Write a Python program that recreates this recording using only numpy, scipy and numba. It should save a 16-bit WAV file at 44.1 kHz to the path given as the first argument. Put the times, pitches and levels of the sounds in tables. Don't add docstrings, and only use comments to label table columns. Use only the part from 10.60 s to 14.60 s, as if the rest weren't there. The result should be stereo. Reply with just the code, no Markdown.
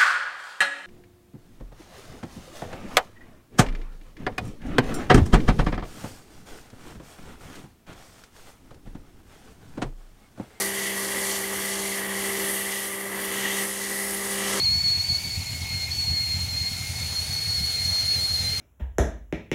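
import sys
import numpy as np
from scipy import signal
from scipy.fft import rfft, irfft
from scipy.io import wavfile
from scipy.ndimage import map_coordinates
from numba import njit

SR = 44100
rng = np.random.default_rng(int(sys.argv[2]) if len(sys.argv) > 2 else 0)


def unload_wav(signal):
    wavfile.write(
        sys.argv[1],
        SR,
        np.round(np.clip(np.atleast_2d(signal).T, -1, 1) * 32767).astype(np.int16),
    )


N = 176400
TOP_HZ = 15650


def gain(db):
    return 10 ** (np.asarray(db) / 20)


def normalise(x):
    return x / np.sqrt(np.mean(x ** 2))


def curve(rows):
    return np.interp(np.arange(N) / SR, *np.array(rows).T)


def wander(per_s):
    hz = np.arange(N // 2 + 1) * SR / N
    keep_slow = np.exp(-(2 * hz / per_s) ** 2) * (hz > 0)
    return normalise(irfft(rfft(rng.standard_normal(N)) * keep_slow, N))


def colour(x, tone):
    hz, db = np.array(tone).T
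    bin_hz = np.maximum(np.arange(N // 2 + 1) * SR / N, 1)
    bin_db = np.interp(np.log(bin_hz), np.log(hz), db)
    return normalise(irfft(rfft(x) * gain(bin_db), N))


@njit
def resonate(x, hz, width_hz):
    out = np.empty(len(x))
    band_state, low_state = 0., 0.
    for i in range(len(x)):
        tuning, damping = np.tan(np.pi * hz[i] / SR), width_hz / hz[i]
        band = (band_state + tuning * (x[i] - low_state)) / (1 + tuning * (tuning + damping))
        band_state = 2 * band - band_state
        low_state += 2 * tuning * band
        out[i] = damping * band
    return out


def pump_drone(shaft_angle):
    # (multiple of shaft speed, relative level at mid-scene [dB], drift [dB/s])
    tones = [(1, -20.5, 0), (2, -24, -1.5), (3, -1.5, 0), (5, -11, -0.5), (6, 0.5, 0), (7, -17, -0.5),
             (8, -8.5, 0.3), (9, -13.5, -0.5), (10, -13, -2), (11, -22, -0.5), (12, -12.5, .5),
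             (13, -14.5, -1), (14, -18, 1.5), (15, -22.5, 1), (16, -16.5, 1), (17, -20, -1),
             (18, -11.5, 0.5), (20, -17, 3.5), (25, -15.5, 1)]
    # (time [s], level [dB])
    overtone_swell = [(0, -1), (.7, 1), (1.1, -1), (1.75, 1), (2.3, 1.5), (2.85, -0.5), (3.25, -2.5),
                      (3.8, -2.5), (4, -1)]
    # (time [s], level [dB])
    loudness = [(0.0, -34.5), (0.15, -38), (0.63, -36.5), (0.81, -39), (1.14, -36), (1.35, -37), (1.5, -36),
                (1.92, -36.3), (2.25, -42), (2.76, -36), (3.03, -34), (3.12, -39), (3.54, -35),
                (3.63, -36.5), (3.96, -31), (4.0, -33.6)]
    swell_db = curve(overtone_swell)
    from_middle_s = (np.arange(N) - N / 2) / SR
    drone = 0
    for multiple, db, drift in tones:
        waver_db = 1.5 * np.sqrt(multiple / 10) * wander(per_s=6.5)
        strength = gain(db + drift * from_middle_s + waver_db + (multiple > 3) * swell_db)
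        drone += strength * np.sin(multiple * shaft_angle + 2 * np.pi * rng.random())
    return normalise(drone) * gain(curve(loudness) + 1)


def jet_roar(shaft_angle):
    # (time [s], level [dB])
    loudness = [(0.0, -37), (0.09, -40), (0.6, -38.0), (0.66, -36.5), (0.75, -38.5), (0.99, -38.5),
                (1.11, -41), (1.23, -39), (1.47, -39.6), (1.65, -37.1), (1.86, -37.5), (1.98, -41),
                (2.37, -42.5), (2.61, -38), (2.91, -38), (3.15, -42), (3.69, -39), (4.0, -33)]
    # (frequency [Hz], relative level [dB])
    tone = [(25, -26), (50, -14), (95, -3), (150, -8.5), (240, -1), (480, 0.5), (740, -3.5), (1130, -.5),
            (1400, -5.5), (1700, 0), (1950, -5), (2400, -7.5), (3200, -19), (6000, -50)]
    throb = 1 + 0.24 * np.cos(shaft_angle)
    roar = colour(rng.standard_normal(N) * throb, tone)
    flicker_db = wander(per_s=28)
    return roar * gain(curve(loudness) + flicker_db)


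def lance_ring():
    # (time [s], frequency [Hz])
    pitch = [(0, 1960), (0.2, 1960), (0.38, 1960), (0.75, 1960), (1.05, 1974), (1.24, 2020), (1.48, 1920),
             (1.6, 1989), (2.0, 1920), (2.5, 1977), (2.9, 1955), (3.3, 1936), (3.53, 2030), (3.7, 1960),
             (4, 1990)]
    # (time [s], level [dB])
    loudness = [(0.0, -34), (0.12, -36.5), (0.27, -33.5), (0.48, -37.5), (0.57, -33.5), (0.69, -37),
                (1.11, -35.3), (1.17, -40.5), (1.38, -34), (1.44, -36), (1.83, -35.5), (1.98, -35),
                (2.46, -39.5), (2.58, -38), (3.03, -31.5), (3.12, -39.5), (3.39, -36.6), (3.6, -39.2),
                (3.84, -34.5), (4.0, -37.5)]
    hz = curve(pitch) + 24 * wander(per_s=25)
    flow = resonate(rng.standard_normal(N), hz, width_hz=1090.)
    sputter_db = 2 * np.tanh(wander(per_s=160))
    ring = resonate(flow, hz, width_hz=123.) * gain(sputter_db)
    return normalise(ring) * gain(curve(loudness) + 0.4)


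def arch_ring():
    # (time [s], level [dB])
    loudness = [(0, -43.5), (.09, -42.5), (.24, -37.5), (.39, -43.5), (.75, -38), (.81, -44), (1.05, -40.5),
                (1.2, -42), (1.35, -39.5), (1.44, -42), (1.8, -39.5), (2.19, -39.5), (2.45, -47.5),
                (2.68, -42), (2.73, -36.5), (2.92, -35.5), (3.02, -38), (3.07, -45.5), (3.18, -43),
                (3.42, -46.5), (3.74, -42.5), (3.81, -37), (4, -36.5)]
    # (frequency [Hz], relative level [dB])
    tone = [(1500, -25), (2300, -5.5), (2850, 1.5), (3300, 0), (3750, -9), (4500, -15), (7000, -50)]
    ring = colour(rng.standard_normal(N), tone)
    flicker_db = 0.69 * wander(per_s=38)
    return ring * gain(curve(loudness) + 0.5 + flicker_db)


def droplets(per_s, share):
    size_db = 3.5 * np.minimum(rng.exponential(size=N), 6)
    lands = rng.random(N) < per_s / SR
    hits = lands * rng.choice([-1, 1], N) * gain(size_db)
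    return np.sqrt(share) * normalise(hits) + np.sqrt(1 - share) * rng.standard_normal(N)


def patchy(x, bands=28):
    spectrum = rfft(x)
    hz = np.arange(N // 2 + 1) * SR / N
    position = np.minimum(hz / TOP_HZ, 1) * (bands - 1)
    total = 0
    for band in range(bands):
        weight = np.maximum(1 - abs(position - band), 0)
        total += irfft(spectrum * weight, N) * gain(0.8 * wander(per_s=13))
    return normalise(total)


def metal_splash():
    # (time [s], level [dB])
    loudness = [(0.0, -29.5), (0.12, -39), (0.24, -35), (0.33, -38.6), (0.45, -34.5), (0.51, -38.5),
                (0.63, -34), (0.75, -33.5), (0.87, -40), (1.02, -37.5), (1.05, -35), (1.26, -34.5),
                (1.38, -37.5), (1.47, -43.5), (1.56, -37), (1.83, -37.5), (2.07, -38.8), (2.16, -37),
                (2.43, -45.5), (2.52, -44), (2.88, -35.8), (3.03, -36), (3.09, -39.5), (3.24, -36),
                (3.39, -38.5), (3.66, -37.5), (3.78, -35.5), (4.0, -31)]
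    # (frequency [Hz], relative level [dB])
    tone = [(1500, -23), (3200, -10), (3900, -4), (4300, -1), (4800, -0.5), (5200, -1.5), (6200, 0),
            (7400, 0), (8400, -1.5), (10000, -4), (15500, -31)]
    drops = patchy(droplets(per_s=5000, share=0.26))
    return colour(drops, tone) * gain(curve(loudness) + 1.33)


def foam_fizz():
    # (time [s], level [dB])
    loudness = [(0.0, -30), (0.12, -37.5), (0.27, -36), (0.33, -39), (0.39, -35), (0.54, -36),
                (0.63, -32.2), (0.9, -37.5), (1.26, -35.5), (1.5, -37.5), (1.71, -33.6), (1.77, -37),
                (1.92, -30), (2.13, -37), (2.19, -34.5), (2.52, -39.5), (2.76, -36), (2.85, -40),
                (3.03, -32.7), (3.18, -37.5), (3.36, -36), (3.42, -33.5), (3.66, -36), (3.84, -36),
                (3.96, -34.5), (4.0, -38)]
    # (frequency [Hz], relative level [dB])
    tone = [(3000, -50), (6500, -18), (8200, -5.5), (9100, 0.5), (10400, 0), (11300, -1.5), (12100, -7.5),
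            (13500, -22), (15700, -36)]
    drops = patchy(droplets(per_s=4000, share=0.31))
    return colour(drops, tone) * gain(curve(loudness) + 0.5)


def fine_mist():
    # (time [s], level [dB])
    loudness = [(0.0, -36.0), (0.12, -43.2), (0.42, -41.0), (0.54, -43.0), (0.78, -39.7), (0.93, -42.9),
                (1.05, -38), (1.11, -43.9), (1.38, -40.7), (1.5, -44.2), (1.95, -37.5), (2.13, -43.1),
                (2.19, -40.0), (2.52, -46), (2.64, -39.5), (2.82, -42), (3.03, -38), (3.12, -46),
                (3.42, -40), (3.75, -43), (3.84, -44.2), (4.0, -42.1)]
    # (frequency [Hz], relative level [dB])
    tone = [(8000, -28), (11000, -5), (12000, -0.5), (13000, 1.5), (14000, -3.5), (15000, -6.5),
            (15700, -11)]
    drops = droplets(per_s=4000, share=0.31)
    return colour(drops, tone) * gain(curve(loudness) + 1)


def short_echo(hiss):
    # (time [s], delay [ms])
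    delay = [(0, .736), (.7, .762), (1.35, .768), (1.65, .742), (2.2, .726), (2.6, .75), (2.95, .722),
             (3.27, .682), (3.7, .69), (4, .72)]
    earlier_sample = np.arange(N) - curve(delay) * SR / 1000
    return hiss - gain(-19) * map_coordinates(hiss, [earlier_sample], mode="mirror")


def spray():
    hiss = arch_ring() + metal_splash() + foam_fizz() + fine_mist()
    flutter_db = 0.6 * wander(per_s=71)
    return short_echo(hiss) * gain(flutter_db)


def draught(start_s=3.52, rise_s=0.1):
    # (frequency [Hz], relative level [dB])
    tone = [(15, -3), (40, 0), (70, -2), (150, -15), (500, -50)]
    fade_in = np.clip((np.arange(N) / SR - start_s) / rise_s, 0, 1)
    return colour(rng.standard_normal(N), tone) * fade_in * gain(-62)


def scene():
    # (time [s], speed [turns/s])
    shaft_speed = [(0, 65.58), (.55, 65.58), (.8, 65.44), (1.2, 65.64), (2.75, 65.64), (3.1, 65.88),
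                   (4, 65.86)]
    turns_per_s = curve(shaft_speed) * (1 + 0.0018 * wander(per_s=16.7))
    shaft_angle = 2 * np.pi * np.cumsum(turns_per_s) / SR
    mono = pump_drone(shaft_angle) + jet_roar(shaft_angle) + lance_ring() + spray() + draught()
    return np.array([mono, mono])


def record(dry):
    gaps = [2500, 5000, 7500, 10000]
    gap_width_hz = 112
    for hz in gaps:
        dry = signal.lfilter(*signal.iirnotch(hz, hz / gap_width_hz, fs=SR), dry)
    top_cut = signal.ellip(12, .1, 90, TOP_HZ, fs=SR, output="sos")
    return signal.sosfilt(top_cut, dry)


dry = scene()
out = record(dry)
unload_wav(out)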